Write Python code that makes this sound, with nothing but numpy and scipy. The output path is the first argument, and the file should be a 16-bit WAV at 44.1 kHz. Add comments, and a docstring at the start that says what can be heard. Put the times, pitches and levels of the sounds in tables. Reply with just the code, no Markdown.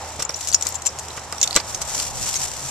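"""Keys turning in a deadbolt

A bunch of keys and fobs clatters in gritty, ringing bursts as a key turns; the bolt shoots with a knock that rings
the wooden door. The key is drawn out and the bunch rustles in the hand, made of dense tiny clicks. Behind them are
a street drone of noise bands, two wavering engine hums and low wind noise. Two small microphone ports, each with
a sharp treble resonance of its own, overload on the hardest blows."""
import sys
import numpy as np
from scipy import signal
from scipy.io import wavfile

SR = 44100
rng = np.random.default_rng(int(sys.argv[2]) if len(sys.argv) > 2 else 0)


def ratio_of_db(decibels):
    """Turn decibels (scalar or array-like) into linear amplitude factors; 0 dB maps to 1."""
    return 10 ** (np.asarray(decibels, float) / 20)


def persist_wave(psi):
    """Save psi, clipped to +-1, as 16-bit WAV."""
    counts = np.round(np.clip(psi, -1, 1) * 32767).astype(np.int16)
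    wavfile.write(sys.argv[1], SR, np.atleast_2d(counts).T)


N = 119070   # length in samples, 2.7 s


def rms_one(x):
    """Scale to unit rms."""
    return x / np.sqrt(np.mean(x ** 2) + 1e-20)


def in_time(rows):
    """Draw each column after the first as a line over the whole scene; the first holds the seconds."""
    s, *columns = np.transpose(rows)
    return [np.interp(np.arange(N) / SR, s, column) for column in columns]


def at_hz(points, hz):
    """Read a curve over pitch, on a log pitch axis."""
    point_hz, values = np.transpose(points)
    return np.interp(np.log(hz), np.log(point_hz), values)


def drift(rate_hz):
    """Slow random wander of unit rms: noise smoothed at one value per 40 samples, then joined by lines."""
    r = np.exp(-80 * np.pi * rate_hz / SR)
    slow = signal.lfilter([1], [1, -2 * r, r * r], rng.standard_normal(N // 40 + 2002))
    slow = slow[2000:]   # leave out the filter's start
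    return np.interp(np.arange(N) / 40, np.arange(len(slow)), rms_one(slow))


def ring(clicks, hz, t60_s):
    """A unit click sets off a sine of starting height 1 that dies by 60 dB in t60_s."""
    r, w = ratio_of_db(-60 / (t60_s * SR)), 2 * np.pi * hz / SR
    return signal.lfilter([0, np.sin(w)], [1, -2 * r * np.cos(w), r * r], clicks + 1e-18)


def resonance(x, hz, width_hz):
    """Pass a narrow band, with unit gain at its top."""
    r = np.exp(-np.pi * width_hz / SR)
    feedback = [1, -2 * r * np.cos(2 * np.pi * hz / SR), r * r]
    return signal.lfilter([(1 - r * r) / 2, 0, (r * r - 1) / 2], feedback, x)


def band(x, low_hz, high_hz):
    """Keep what lies between two pitches."""
    return signal.sosfilt(signal.butter(2, [low_hz, high_hz], "band", fs=SR, output="sos"), x)


def grains(size, rate, spread_db):
    """Sparse clicks of uneven size and random sign, about rate of them per second."""
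    sizes = ratio_of_db(spread_db * (np.minimum(rng.exponential(1, size), 4) - 1))
    sizes = sizes * rng.choice([-1, 1], size)
    return sizes * (rng.random(size) < rate / SR)


def traffic():
    """Far traffic: half-octave bands of noise, each wandering in level, less alike left and right in the treble."""
    # colour of the drone: pitch_hz, level_db (per Hz, relative)
    colour = [(25, -37), (80, 0.5), (230, -12.5), (420, -7.5), (830, -0.5), (1460, -10), (3200, -17.5),
              (7000, -27), (14000, -54)]
    # how alike the two sides are: pitch_hz, likeness (1 the same, 0 unrelated, -1 opposite)
    likeness = [(60, 0.95), (180, 1), (540, 1), (1640, 0.69), (4950, 0.41), (14900, -1.6)]
    # loudness of the whole drone: time_s, level_db (rms)
    loudness = [(0, -34.5), (.3, -38), (1.3, -36.5), (1.9, -36), (2.7, -38)]
    drone, edges = 0, 22 * 2 ** np.arange(0, 9.6, .5)
    white = rng.standard_normal((2, 2, N))
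    for k, (low_hz, high_hz) in enumerate(zip(edges, edges[1:])):
        mid, side = band(white[k % 2], low_hz, high_hz)   # neighbouring bands use different noise
        hz = np.sqrt(low_hz * high_hz)
        alike = np.clip(at_hz(likeness, hz), -1, 1)
        both = np.sqrt(1 + alike) * mid + np.sqrt(1 - alike) * side * [[1], [-1]]
        drone = drone + ratio_of_db(at_hz(colour, hz) + 1.4 * drift(7.1)) * both
    return ratio_of_db(in_time(loudness)[0]) * rms_one(drone)


def engines():
    """Two engines hum as sines that waver in pitch and level: one idles, the other follows a curve."""
    # second engine: time_s, pitch_hz, level_db (sine height)
    second = [(0, 105, -60), (1.3, 125, -54), (2.0, 128, -47), (2.7, 137, -46)]
    idle_hz = 77 + 2.5 * drift(3.4)
    idle_rms = ratio_of_db(-48 + 2 * drift(2.7))
    idle = idle_rms * np.sqrt(2) * np.sin(2 * np.pi * np.cumsum(idle_hz) / SR)
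    second_hz, second_db = in_time(second)
    second_height = ratio_of_db(second_db + 3 * drift(6))
    return idle + second_height * np.sin(2 * np.pi * np.cumsum(second_hz + 2 * drift(6)) / SR)


def wind():
    """Wind on the ports: separate low noise on each side, swelling along a curve with added uneven lumps."""
    # wind strength before the lumps: time_s, level_db (rms)
    strength = [(0, -59), (.22, -48), (.4, -55), (1.4, -57), (1.9, -41.5), (2.1, -40.5), (2.22, -36),
                (2.4, -44.5), (2.5, -45), (2.7, -42.5)]
    rumble = rms_one(band(rng.standard_normal((2, N)), 7.3, 165))
    lumps_db = 2.5 * np.array([drift(24), drift(2.8)])   # left, right
    return rumble * ratio_of_db(in_time(strength)[0] + lumps_db)


def doorway(x):
    """A short smear of reflections from door, frame and hands, different on each side."""
    echo_db, echo_t60_s = -11, .05
    t = np.arange(3000) / SR
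    tails = grains(size=(2, 3000), rate=3000, spread_db=-10.0) * ratio_of_db(-60 * t / echo_t60_s)
    tails = tails * (t > .001)   # no reflection in the first millisecond
    tails = ratio_of_db(echo_db) * tails / np.sqrt(np.sum(tails ** 2, axis=1, keepdims=True))
    return x + signal.fftconvolve(x, tails, axes=1)[:, :N]


def rustle():
    """Fingers and keys rub together: dense uneven grains, partly shared by both ports."""
    # rubbing strength: time_s, level_db (relative)
    rubbing = [(0, -46), (.15, -47), (.24, -47.5), (.27, -59), (.32, -50), (.45, -39), (.58, -48),
               (.68, -38), (.78, -51.5), (.97, -47.5), (1.18, -46.5), (1.24, -50.5), (1.45, -43.5),
               (1.62, -45.5), (1.70, -41), (1.84, -43), (1.89, -33), (1.96, -35.5), (2.01, -28.5),
               (2.05, -33.5), (2.14, -42), (2.18, -34.5), (2.28, -30), (2.335, -36.5), (2.36, -29),
               (2.40, -35), (2.43, -29.5), (2.49, -39), (2.55, -40.5), (2.60, -38.5), (2.70, -34.5)]
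    level_db, = in_time(rubbing)
    level_db = level_db + 4.5 + 2.2 * drift(60)   # overall lift and quick lumps
    g = grains(size=(3, N), rate=3000, spread_db=3.5)
    share = 0.48
    rub = share * g[2] + (1 - share) * g[:2]
    rub = signal.sosfilt(signal.butter(1, 1810, "high", fs=SR, output="sos"), rub)
    return ratio_of_db(level_db) * rms_one(rub)


def door():
    """Knocks through lock and knob, each a short rough shove, ring the panel's modes over a noisy thud."""
    # knocks: start_s, level_db (relative), pitch_hz near which the panel answers most
    knocks = [(0.191, -27.5, 550), (0.2, -25.5, 1500), (0.223, -27, 1320), (0.294, -24, 1450),
              (0.66, -28, 1400), (1.176, -25.5, 1920), (1.325, -25.5, 1440), (1.556, -21, 560),
              (1.56, -15, 576), (1.565, -14.5, 1460), (1.571, -17.5, 1180), (1.601, -30, 1960),
              (1.815, -28, 1200), (1.998, -30, 2400)]
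    # ringing modes of the panel: pitch_hz, level_db (relative), t60_s (time to die by 60 dB)
    panel_modes = [(290, -10, 0.016), (444, -12, 0.051), (574, 2.5, 0.029), (850, -5.5, 0.011),
                   (1204, 1, 0.026), (1410, -0.5, 0.021), (1990, 0, 0.027), (2400, -3.5, 0.011)]
    knock_db, off_pitch_db_per_octave = -3, 3.5
    thud_db, thud_fade_s = -1.5, 0.014   # the thud falls to 1/e in its fade time
    s, db, near_hz = np.transpose(knocks)
    starts = (s * SR).astype(int)
    uneven_db = rng.normal(0, 0.64, (len(s), len(panel_modes)))
    shoves = rng.standard_normal((len(panel_modes), 600)) * np.exp(-np.arange(600) / SR / .003)
    ringing, clicks = 0, np.zeros(N)
    for k, (hz, mode_db, t60_s) in enumerate(panel_modes):
        off_pitch_db = off_pitch_db_per_octave * np.abs(np.log2(hz / near_hz))
        clicks[starts] = ratio_of_db(db + knock_db + mode_db + uneven_db[:, k] - off_pitch_db)
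        pushes = signal.fftconvolve(clicks, shoves[k])[:N]
        one_knock = ring(shoves[k], hz, t60_s)
        ringing = ringing + ring(pushes, hz, t60_s) / np.abs(one_knock).max()
    clicks[starts] = ratio_of_db(db + knock_db + thud_db)
    fade = signal.lfilter([1], [1, -np.exp(-1 / (SR * thud_fade_s))], clicks)
    return ringing + band(rng.standard_normal(N) * fade, 380, 4000)


def keys():
    """Each blow is a gritty chatter of contacts that settles, ringing its own pitch and, faintly, the bunch's modes."""
    # keys, fobs and lock pins strike: start_s, level_db (relative), pitch_hz (strongest),
    # chatter_s (fade time of the chatter), ring_db (ring over grit)
    clinks = [(0.1952, -19, 5930, 0.0058, -11), (0.2005, -20.5, 5800, 0.011, -10),
              (0.2227, -10, 5650, 0.0062, -17), (0.2494, -17, 7100, 0.0032, 18),
              (0.2926, -13.5, 5640, 0.0037, 0.5), (0.3048, -17.5, 5340.0, 0.0021, 0),
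              (0.342, -17, 5750, 0.0055, 9), (0.359, -26.5, 7060, 0.013, -2.5),
              (0.4084, -16.5, 6600, 0.0053, -35), (0.473, -15, 7300, 0.0081, -33),
              (0.486, -14, 7520, 0.0074, -21), (0.5, -22, 5960.0, 0.0053, 4),
              (0.5164, -17, 7700, 0.0019, -2), (0.5265, -9, 4650, 0.0017, 5),
              (0.531, -14.5, 6920, 0.0098, -2.5), (0.5448, 0.5, 5510, 0.00346, 46),
              (0.545, -3, 7020, 0.0034, 29), (0.6109, -15, 7840, 0.00166, 5.5),
              (0.6237, -11.5, 7100, 0.0045, -6.5), (0.633, -22, 7150, 0.003, 6.5),
              (0.652, -20, 7200, 0.0045, -14), (0.668, -7, 7600, 0.0022, -10.5),
              (0.671, -18, 5120, 0.0046, 4), (0.688, -7, 13310, 0.0022, 18.5),
              (0.7235, -21, 7350, 0.0022, -1), (0.743, -22.5, 7490, 0.011, -15),
              (0.7534, -19, 7340, 0.0068, 4), (0.8196, -21.5, 7900, 0.0045, -11.5),
              (0.852, -21, 7500, 0.0048, -19), (0.859, -15.5, 7440, 0.012, -4),
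              (0.8653, -8, 7600, 0.0034, -2.5), (0.871, -14, 6130, 0.00267, 16),
              (0.8735, -16, 7430, 0.006, -5), (0.888, -27, 5530, 0.008, 16),
              (0.9876, -15.5, 7500, 0.0018, -15), (0.993, -21, 7400, 0.008, -20),
              (1.084, -19, 5210, 0.0013, -14), (1.1045, -21.5, 3860, 0.003, 6),
              (1.1665, -27, 7470.0, 0.011, -19), (1.194, -22.5, 5900, 0.0021, -22),
              (1.174, -25, 3000, 0.004, 0), (1.325, -12, 5510.0, 0.0024, -15),
              (1.381, -19.5, 5800, 0.0031, -7), (1.414, -5.5, 7270, 0.0029, 0.5),
              (1.4285, -4, 7060, 0.0049, -2), (1.433, -11, 3670, 0.012, -3),
              (1.44, -12.5, 7300, 0.0041, 14), (1.475, -7, 4500, 0.0032, -2),
              (1.509, -5.5, 4350, 0.00095, 2), (1.5286, -9, 4540, 0.0012, 2),
              (1.544, -12, 4700, 0.0018, -1), (1.551, -15, 6040, 0.012, -19), (1.56, -13, 5400, 0.008, -11),
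              (1.5623, 6, 4500, 0.0021, -9.5), (1.569, -9.5, 3600, 0.0051, 16),
              (1.6, -14.5, 4900, 0.0028, 11), (1.746, -15, 6570, 0.006, -5),
              (1.816, -13.5, 5950, 0.01, -35), (1.999, -6, 4860, 0.0018, -2.5),
              (2.342, -6, 5100, 0.00098, -3), (2.353, -18.5, 6480, 0.018, -1),
              (2.5146, -20, 8200, 0.0044, -20)]
    # ringing modes of the bunch: pitch_hz, level_db (relative), t60_s (time to die by 60 dB)
    bunch_modes = [(4380, 6, 0.044), (5510, -0.5, 0.063), (6400, -13, 0.05)]
    # the bunch swings across: time_s, balance_db (left minus right)
    swing = [(0, -5), (.35, 4.5), (.9, 4), (1.2, -4.5), (2.7, 4)]
    rise_s, settle_s, settle_db = 0.000246, 0.01, -18.5
    clink_db, modes_db, first_touch_db = -11, -21, 14
    share = 0.52   # part of the grit that both ports hear alike
    own_ring_t60_s, ring_per_chatter = 0.0041, 1.3   # longer chatter rings longer
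    left_lag_s = 6.5e-5   # the keys reach the left port later
    out, t = np.zeros((2, N + 3000)), np.arange(3000) / SR
    for s, db, hz, chatter_s, ring_db in clinks:
        fade = np.exp(-(t / chatter_s) ** 2) + ratio_of_db(settle_db) * np.exp(-t / settle_s)
        shape = np.minimum(t / rise_s, 1) * fade
        g = grains(size=(3, 3000), rate=10000, spread_db=5) * shape
        g[2, int(rise_s * SR)] = ratio_of_db(first_touch_db)
        touch = share * g[2] + (1 - share) * g[:2]
        grit = rms_one(band(touch, 2420, 15300))
        own_ring = rms_one(ring(touch, hz, own_ring_t60_s + ring_per_chatter * chatter_s))
        modes = 0
        for mode_hz, mode_db, t60_s in bunch_modes:
            uneven_db = 0.88 * rng.standard_normal()
            modes = modes + ratio_of_db(mode_db + uneven_db) * ring(touch, mode_hz, t60_s)
        blow = grit + ratio_of_db(ring_db) * own_ring + ratio_of_db(modes_db) * rms_one(modes)
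        i = int(s * SR)
        out[:, i:i + 3000] += ratio_of_db(db + clink_db) * rms_one(blow) * np.sqrt(np.mean(shape ** 2))
    left, right = out[:, :N] * ratio_of_db(in_time(swing)[0] * [[.5], [-.5]])
    left = np.pad(left, (round(left_lag_s * SR), 0))[:N]
    return np.array([left, right])


def scene():
    """Keys and door close by with their reflections, the rustle, and the street behind."""
    return doorway(keys() + door()) + rustle() + traffic() + engines() + wind()


def band_limit(x):
    """A steep low-pass at the top of the band."""
    return signal.sosfilt(signal.butter(12, 15510, fs=SR, output="sos"), x)


def record(dry):
    """Each port lifts its own treble band and rolls off above; the top is cut, then hard blows clip."""
    # left and right port: pitch_hz and width_hz of the resonance, lift_db (resonance added to the plain sound),
    # roll_off_hz, gain_db
    ports = [(7293, 960, 14, 11700, -1), (5900, 870, 11.5, 6800, 0.85)]
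    heard = []
    for x, (hz, width_hz, lift_db, roll_off_hz, gain_db) in zip(dry, ports):
        lifted = x + ratio_of_db(lift_db) * resonance(x, hz, width_hz)
        roll_off = signal.butter(3, roll_off_hz, fs=SR, output="sos")
        heard.append(ratio_of_db(gain_db) * signal.sosfilt(roll_off, lifted))
    top_cut = signal.ellip(10, .5, 45, 14250, fs=SR, output="sos")   # steep, at 14250 Hz
    mix = np.clip(signal.sosfilt(top_cut, np.array(heard)), -1, 1)
    return band_limit(mix)


dry = scene()
out = record(dry)
persist_wave(out)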